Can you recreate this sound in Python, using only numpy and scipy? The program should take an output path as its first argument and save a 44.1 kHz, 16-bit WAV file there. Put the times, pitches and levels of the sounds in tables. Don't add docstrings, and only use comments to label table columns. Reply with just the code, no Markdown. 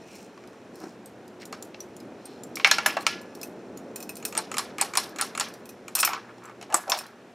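import sys
import numpy as np
from scipy import signal
from scipy.fft import rfft, irfft, next_fast_len
from scipy.io import wavfile
from scipy.ndimage import map_coordinates

SR = 44100
rng = np.random.default_rng(int(sys.argv[2]) if len(sys.argv) > 2 else 0)


def wav_out(sig):
    wavfile.write(sys.argv[1], SR, np.round(np.clip(np.atleast_2d(sig).T, -1, 1) * 32767).astype(np.int16))


N = 323694

# pitch_hz, level_db, t60_s
GLASS = [(2536, -4.5, 0.132), (4210, -12.5, 0.11), (5340, -12, 0.37), (5660, -10, .09), (6020, -8, 0.12),
         (7170, -5, 0.12), (8780, -4.5, 0.15), (11170, -9.5, 0.12), (12300, -9.5, 0.18),
         (13380, -10.5, 0.1), (14150, -8.5, .11), (15340, -12.5, .08)]
# pitch_hz, level_db, t60_s
BRASS = [(624, -7, 0.29), (794, -3, 0.29), (980, -2, 0.068), (1113, -2, 0.26), (1323, 1.5, 0.14),
         (1690, -12, 0.21), (2228, -2, 0.093), (2334, -12, 0.12), (2396, -7.5, 0.073), (2697, -5.5, 0.096),
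         (2910, -12, 0.048), (4177, -6.5, 0.16), (5000, -20.5, 0.13), (5530, -5.5, 0.19),
         (6950, -5.5, 0.11), (7720, -1.5, 0.12), (8740, -0.5, 0.055), (12100, -18, 0.028)]
# low_hz, high_hz, crack_db, crack_t60_s, tail_db, tail_t60_s
KNOCK = (694.5, 1804, -6.5, 0.0965, -26, 0.84)


def amp(db):
    return 10 ** (np.asarray(db) / 20)


def unit(x):
    return x / np.sqrt(np.mean(x ** 2) + 1e-20)


def along(points, hz):
    point_hz, value = np.transpose(points)
    return np.interp(np.log(hz + 1), np.log(point_hz + 1), value)


def wobble(rate):
    knots = rng.standard_normal(int(N * rate / SR) + 4)
    return map_coordinates(knots, [np.arange(N) * rate / SR])


def filtered(x, response):
    m = next_fast_len(N + SR // 2)
    return irfft(rfft(x, m) * response(np.fft.rfftfreq(m, 1 / SR)), m)[..., :N]


def resonance(f, hz, width_hz):
    return 1j * f * width_hz / (hz * hz - f * f + 1j * f * width_hz)


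def impulses(s, height):
    return np.bincount(np.round(s * SR).astype(int), height, N)[:N]


def nearness(mode_hz, hz, width):
    return np.exp(-(np.log(mode_hz / hz) / width) ** 2)


def ring(modes, s, levels_db, scatter_db, rough, shift=None, attack=0.00082, linger_db=-9):
    out = np.zeros(N + SR)
    t = np.arange(4800) / SR
    hz, db, t60 = np.transpose(modes)[..., None]
    dying = amp(-60 * t / (0.23 * t60)) + amp(linger_db - 60 * t / t60)
    onset = 1 - np.exp(-t / attack)
    fade_out = np.cos(np.pi / 2 * t / t[-1])
    envelope = amp(db) * dying * onset * fade_out
    shift = np.ones(len(s)) if shift is None else shift
    chances = rng.standard_normal((len(s), len(modes), 152))
    for start, level, scale, chance in zip(s, levels_db, shift, chances):
        wander = np.repeat(np.cumsum(rough * chance[:, 2:], axis=1), 32, axis=1)
        mode_hz = hz * scale * (1 + .004 * chance[:, :1])
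        tones = np.sin(2 * np.pi * mode_hz * t + wander + 2 * chance[:, :1])
        uneven = amp(level + scatter_db * chance[:, 1:2])
        out[round(start * SR):][:len(t)] += np.sum(uneven * envelope * tones, axis=0)
    return out[:N]


def burst(s, level_db, register):
    lo_hz, hi_hz, crack_db, crack_t60, tail_db, tail_t60 = register
    power = impulses(s, amp(2 * level_db))

    def dying(t60):
        return np.sqrt(signal.lfilter([1], [1, -amp(-120 / t60 / SR)], power))

    def housing_colour(f):
        top_hz = min(hi_hz, 3200)
        modes = sum(resonance(f, hz, 0.034 * hz) for hz, *_ in BRASS if lo_hz < hz < top_hz)
        return 1.074 + 0.53 * modes

    band = signal.butter(3, [lo_hz, hi_hz], "bandpass", fs=SR, output="sos")
    crack, tail = rng.standard_normal((2, N)) * np.sqrt(SR / 2 / (hi_hz - lo_hz))
    crack = amp(crack_db) * (dying(crack_t60) + 0.66 * dying(0.0029)) * crack
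    tail = filtered(tail, housing_colour) * amp(tail_db + 2.45 * wobble(120)) * dying(tail_t60)
    return signal.sosfilt(band, crack + tail)


def fan():
    # time_s, rush_db, shimmer_db
    course = [(0.0, -47.5, -61.5), (1.1, -47, -72.5), (2.55, -43.5, -66.5), (2.72, -43.5, -59),
              (3.72, -43, -67.5), (4.52, -42.5, -63.5), (7.34, -52.5, -74)]
    # frequency_hz, level_db
    rush_colour = [(15, -80.5), (25, -47), (100, -12), (154, -9.5), (192, -1.5), (422, -2), (669, -7.5),
                   (1150, -17.5), (1390, -17.5), (2530, -26), (4990, -35.5), (6920, -37.5), (15200, -52.5),
                   (16500, -68.5)]
    # frequency_hz, likeness (1 is mono)
    alike = [(30, .7), (60, 0.98), (240, 1), (950, 0.98), (3770, 0.85), (15000, 0.82)]
    # pitch_hz, level_db
    motor = [(120, -67), (240, -62.5), (360, -58.5)]
    t = np.arange(N) / SR
    s, rush_db, shimmer_db = np.transpose(course)
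    rush_db, shimmer_db = np.interp(t, s, rush_db), np.interp(t, s, shimmer_db)

    def mid_side(hz):
        turn = np.arccos(np.clip(along(alike, hz), -1, 1)) / 2
        return amp(along(rush_colour, hz)) * [np.cos(turn), np.sin(turn)]

    mid, side = filtered(rng.standard_normal((2, N)), mid_side)
    air = unit(np.array([mid + side, mid - side]))
    low = filtered(air, lambda hz: 1 / (1 + (hz / 1400) ** 4))
    hiss = amp(-44.5) * (air - low)
    rush = amp(rush_db + 0.88 * wobble(8.5)) * low + hiss

    hum = sum(amp(db + 4.2 * wobble(4.4)) * np.sin(2 * np.pi * hz * t + 0.91 * wobble(6))
              for hz, db in motor)

    strength = amp(2.0 * rng.exponential(size=N)) * rng.standard_normal(N)
    grains = strength * (rng.random(N) < 4000 / SR)

    def glass_colour(f):
        modes = sum(amp(db / 2) * resonance(f, hz, 120) for hz, db, _ in GLASS)
        return (0.065 * (f > 2500) + modes) / (1 + (f / 6800) ** 4)

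    return rush + hum + amp(shimmer_db) * unit(filtered(grains, glass_colour))


def hand():
    # start_s, length_s, level_db, centre_hz
    rubs = [(0.032, 0.22, -56.5, 2500), (0.048, 0.26, -56, 5960), (0.722, 0.24, -57, 5400),
            (0.799, 0.097, -48.5, 1180), (1.397, 0.048, -49, 4240), (1.398, 0.055, -47.5, 1930),
            (2.151, 0.31, -59.5, 3800), (2.998, 0.041, -50, 7900), (4.794, 0.023, -29.5, 2180),
            (5.189, 0.026, -31.5, 1530), (5.985, 0.049, -26, 9400), (6.06, 0.143, -36, 1120),
            (6.281, 0.045, -48, 1310), (6.401, 0.14, -46.5, 1180), (6.688, 0.12, -32.5, 790),
            (6.865, 0.14, -31.5, 726), (6.902, 0.13, -47.5, 7900)]
    # start_s, level_db
    thuds = [(0.81, -32), (0.823, -37), (0.837, -27.5), (0.854, -37), (0.867, -32.5), (6.742, -25.5)]
    s, db = np.transpose(thuds)
    bump_modes = [(200, -10.5, .04), (341, -1.5, 0.046), (750, -5.0, 0.025)]  # pitch_hz, level_db, t60_s
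    out = ring(bump_modes, s, db - 2, 0.96, 0.057, attack=0.0022, linger_db=7)
    for start, length, rub_db, hz in rubs:
        n = round(length * SR)
        grain_level = np.repeat(amp(4 * rng.standard_normal(n // 100 + 1)), 100)[:n]
        grain = rng.standard_normal(n) * grain_level
        f = np.fft.rfftfreq(n, 1 / SR)
        fitting = 1 + 1.1 * sum(resonance(f, c, 0.018 * c) for c, *_ in BRASS + GLASS)
        width_hz = 0.58 * hz * (hz / 1e3) ** .2
        rub = irfft(rfft(grain) * fitting * resonance(f, hz, width_hz) ** 2, n)
        swell = np.sin(np.pi * np.arange(n) / n)
        out[round(start * SR):][:n] += amp(rub_db) * unit(rub) * swell
    return out


def chain():
    # start_s, level_db, pitch_hz (struck hardest)
    taps = [(0.1537, -38, 5600), (0.4746, -44, 4980), (0.7562, -39, 5290), (0.8016, -41, 5510),
            (1.0589, -35, 8260), (1.279, -43, 4900), (1.454, -31.5, 7120), (1.625, -28.5, 7170),
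            (1.804, -31, 5850), (1.9654, -35.5, 7070), (2.0022, -40.5, 5050), (2.2552, -32, 8650),
            (2.435, -31.5, 7350), (2.5562, -20.5, 5560), (3.008, -34, 4200), (3.351, -32.5, 5460),
            (3.4142, -28.5, 5250), (3.7736, -34.5, 6870), (4.1553, -30, 9000), (5.5385, -34, 5800),
            (6.4383, -43.5, 7160), (6.4542, -41, 7640), (7.0656, -38, 4000)]
    # start_s, level_db, pitch_hz (struck hardest)
    tinks = [(2.6726, -22.5, 11100), (2.8614, -8.5, 11400), (3.0662, -24, 8800), (3.2142, -37, 13400),
             (3.431, -21, 11100), (3.9594, -20.5, 14200), (4.0035, -27.5, 8900), (4.026, -26, 6050),
             (4.0926, -23, 7120), (4.1678, -27.5, 8730), (4.2, -41, 13100), (4.2511, -12, 8800),
             (5.035, -30.5, 13500), (5.0927, -38, 5110), (5.4847, -35, 5740), (5.6562, -34.5, 12500),
             (5.691, -28.5, 5590), (5.952, -7, 7070), (5.9892, -11.5, 10600), (6.0005, -10.5, 5540),
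             (6.0489, -5.5, 12300), (6.8976, -11.5, 13400), (6.974, -28, 5550), (6.988, -20, 5560)]
    # low_hz, high_hz, crack_db, crack_t60_s, tail_db, tail_t60_s
    tick = (3498, 13500.5, -10.5, 0.03, -24.5, 0.22)
    tap_s, tap_db, tap_hz = np.transpose(taps)
    arm_modes = [(.8, -2.5, .05), (1, 2, 0.096), (1.3, -8, 0.055)]  # pitch_ratio, level_db, t60_s
    arm = ring(arm_modes, tap_s, tap_db - 10.0, scatter_db=3, rough=.45, shift=tap_hz)

    s, db, hz = np.transpose(tinks)
    near = nearness(np.transpose(GLASS)[0][:, None], hz, 0.082)
    glass = ring(GLASS, s, (db + 5 * near - 13.5).T[..., None], scatter_db=4, rough=0.48)

    ticks = burst(np.append(s, tap_s), np.append(db - 3.5, tap_db), tick)
    housing_share = burst(s, db - 21.5, KNOCK)
    return glass + arm + ticks + housing_share


def contacts():
    # start_s, level_db, knock_db, sizzle_db, knock_hz, clack_hz
    knocks = [(0.3758, -44, -46.5, -59, 1180, 1950), (0.4383, -49, -50, -58, 1230, 2250),
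              (0.53, -58, -47, -55, 1280, 2260), (1.5263, -29, -30, -33.5, 1237, 4400),
              (1.7445, -34.5, -51, -67, 597, 2690), (2.5696, -23.5, -34.5, -36, 1330, 2300),
              (2.598, -24, -35, -45, 1080, 2100), (2.6458, -1, -15, -23, 1660, 2240),
              (2.6596, -18, -20.5, -37, 1660, 2170), (2.6724, -14, -23, -29, 1740, 2330),
              (2.713, -4, -16, -11, 1723, 4185), (2.7834, -12.5, -20, -26, 1380, 2750),
              (2.8606, -7.5, -14.5, -19, 1736, 1790), (2.9682, -21.5, -19, -34, 662, 2840),
              (3.0662, -7, -22.5, -18.5, 1315, 2474), (6.0294, -8, -18, -19.5, 1297, 2643),
              (6.0747, -20.5, -22.5, -33, 1274, 2280), (6.09, -31.5, -31.5, -32.5, 866, 2560),
              (6.133, -20.5, -27, -34, 1098, 2600), (6.3814, -43.5, -50.5, -54, 790, 2180),
              (6.4957, -48.5, -40.5, -54, 1194, 2120), (6.6127, -34.5, -44, -42, 716, 2880),
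              (6.626, -33.5, -41, -39, 665, 2910), (6.7012, -41, -39.5, -46.5, 645, 2595),
              (6.7253, -27.5, -29.5, -34.5, 670, 2645), (6.8788, -39, -34.5, -42.5, 617, 5550),
              (6.919, -11, -18, -21, 1038, 5280)]
    # start_s, level_db
    beads = [(4.226, -36.5), (4.3251, -32), (4.351, -26.5), (4.3691, -25), (4.5155, -26.5), (4.5416, -26),
             (4.569, -22.5), (4.7831, -25.5), (4.9361, -27), (4.9535, -20.5), (5.1605, -33), (5.186, -25),
             (5.3505, -28), (5.376, -23), (5.881, -32), (5.9684, -24.5), (5.9817, -25)]
    # knock_db and sizzle_db (over the tick), knock_hz, clack_hz, sizzle_hz
    bead = (-6.5, -1.5, 1229.5, 2447.5, 6952)
    # start_s, level_db, sizzle_db, knock_hz, sizzle_hz, rebound_db
    snaps = [(4.3764, -21, -16, 880, 8700, -21), (4.5826, -17, -15, 1135, 9620, -22),
             (4.813, -17.5, -9.5, 830, 8840, -19.5), (4.9724, -11.5, -8.5, 1063, 9200, -21),
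             (5.2119, -15.5, -12.5, 1334, 9570, -20.5), (5.3984, -17, -14.5, 1114, 7170, -15.5),
             (6.743, -20, -6.5, 1185, 7790, -31)]
    # knock_db and sizzle_db (over the rebound), clack_hz, sizzle_hz
    rebound = (-7, -6.5, 4399.5, 6899.5)
    snap_knock_db, snap_clack_hz, rebound_s = -12, 4950, .0102
    rows = [(s, db, db + bead[0], db + bead[1], *bead[2:]) for s, db in beads]
    for s, db, sizzle_db, hz, sizzle_hz, back_db in snaps:
        rows.append((s, db, sizzle_db + snap_knock_db, sizzle_db, hz, snap_clack_hz, sizzle_hz))
        rows.append((s + rebound_s, back_db, back_db + rebound[0], back_db + rebound[1], hz, *rebound[2:]))
    knock_sizzle_hz = 6590
    rows += [(*row, knock_sizzle_hz) for row in knocks]
    return np.transpose(rows)


def housing():
    # low_hz, high_hz, crack_db, crack_t60_s, tail_db, tail_t60_s
    clack_register = (1805.5, 6002.5, -9, 0.0276, -24, 0.3436)
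    # low_hz, high_hz, crack_db, crack_t60_s, tail_db, tail_t60_s
    sizzle_register = (6000.5, 12200.5, -5.5, 0.0022, -26.5, 0.24)
    s, db, knock_db, sizzle_db, knock_hz, clack_hz, sizzle_hz = contacts()

    mode_hz = np.transpose(BRASS)[0][:, None]
    clack_db = db + 2 - 5 * np.abs(np.log2(mode_hz / clack_hz))
    upper_db = np.where(mode_hz < clack_register[1], clack_db, sizzle_db)
    register_db = np.where(mode_hz < KNOCK[1], knock_db, upper_db)
    near = sum(nearness(mode_hz, hz, 0.061) for hz in (knock_hz, clack_hz, sizzle_hz))
    brass = ring(BRASS, s, (register_db + 8 * near - 13).T[..., None], scatter_db=3.5, rough=0.19)

    cluster = [(.9, -4.5, 0.048), (1, -2.5, 0.096), (1.12, -5.5, .06)]  # pitch_ratio, level_db, t60_s
    body = ring(cluster, s, knock_db + 3.0, scatter_db=1.9, rough=0.095, shift=knock_hz)
    body += ring(cluster, s, db - 10.5, scatter_db=0.44, rough=.3, shift=clack_hz)
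    body += ring(cluster, s, sizzle_db - 5, scatter_db=1.1, rough=0.93, shift=sizzle_hz)

    split_hz, lean_db_per_octave = 3180, 7.5
    lean_db = lean_db_per_octave * np.log2(clack_hz / split_hz)
    dull = (clack_register[0], split_hz, *clack_register[2:])
    bright = (split_hz, *clack_register[1:])
    clack = burst(s, db - 4.5 - lean_db / 2, dull) + burst(s, db - 3 + lean_db / 2, bright)
    return brass + body + clack + burst(s, knock_db, KNOCK) + burst(s, sizzle_db, sizzle_register)


def shades():
    # start_s, strength_db
    chime_blows = [(2.646, -4), (2.713, -9.5), (2.862, -9.5), (3.068, -7.5), (4.584, -16.5), (4.973, -14),
                   (6.744, -15)]
    # pitch_hz, level_db, t60_s
    chime = [(1393, -28, 0.37), (1704, -32, 0.67), (2590, -28.5, 0.19), (5200, -28.5, 0.23),
             (8960, -42.5, 0.28)]
    s, db = np.transpose(chime_blows)
    t = np.arange(SR // 2) / SR
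    bell = sum(amp(mode_db - 60 * t / t60) * np.sin(2 * np.pi * hz * t) for hz, mode_db, t60 in chime)
    return signal.fftconvolve(impulses(s, amp(db)), bell)[:N]


def ports(x):
    t = np.arange(SR // 20) / SR
    bright = np.diff(rng.standard_normal(len(t) + 1)) * amp(-60 * t / .03)
    full = .8 * rng.standard_normal(len(t)) * amp(-60 * t / 0.045)
    echoes = bright + full
    side = amp(-20.5) * signal.fftconvolve(x, echoes / np.linalg.norm(echoes))[:N]
    return np.array([x + side, x - side])


def scene():
    small = signal.butter(3, 430, "highpass", fs=SR, output="sos")
    loose = signal.butter(3, 200, "highpass", fs=SR, output="sos")
    hard_parts = signal.sosfilt(small, chain() + housing() + shades())
    return fan() + ports(hard_parts + signal.sosfilt(loose, hand()))


def record(dry):
    band_limit_hz = 16900
    rounded = dry / (1 + np.abs(dry / .91) ** 8) ** (1 / 8)

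    def top(hz):
        shelf_db = -16 / (1 + np.exp((15900 - hz) / 120))
        return (hz < band_limit_hz) * amp(shelf_db)

    return filtered(rounded, top)


dry = scene()
out = record(dry)
wav_out(out)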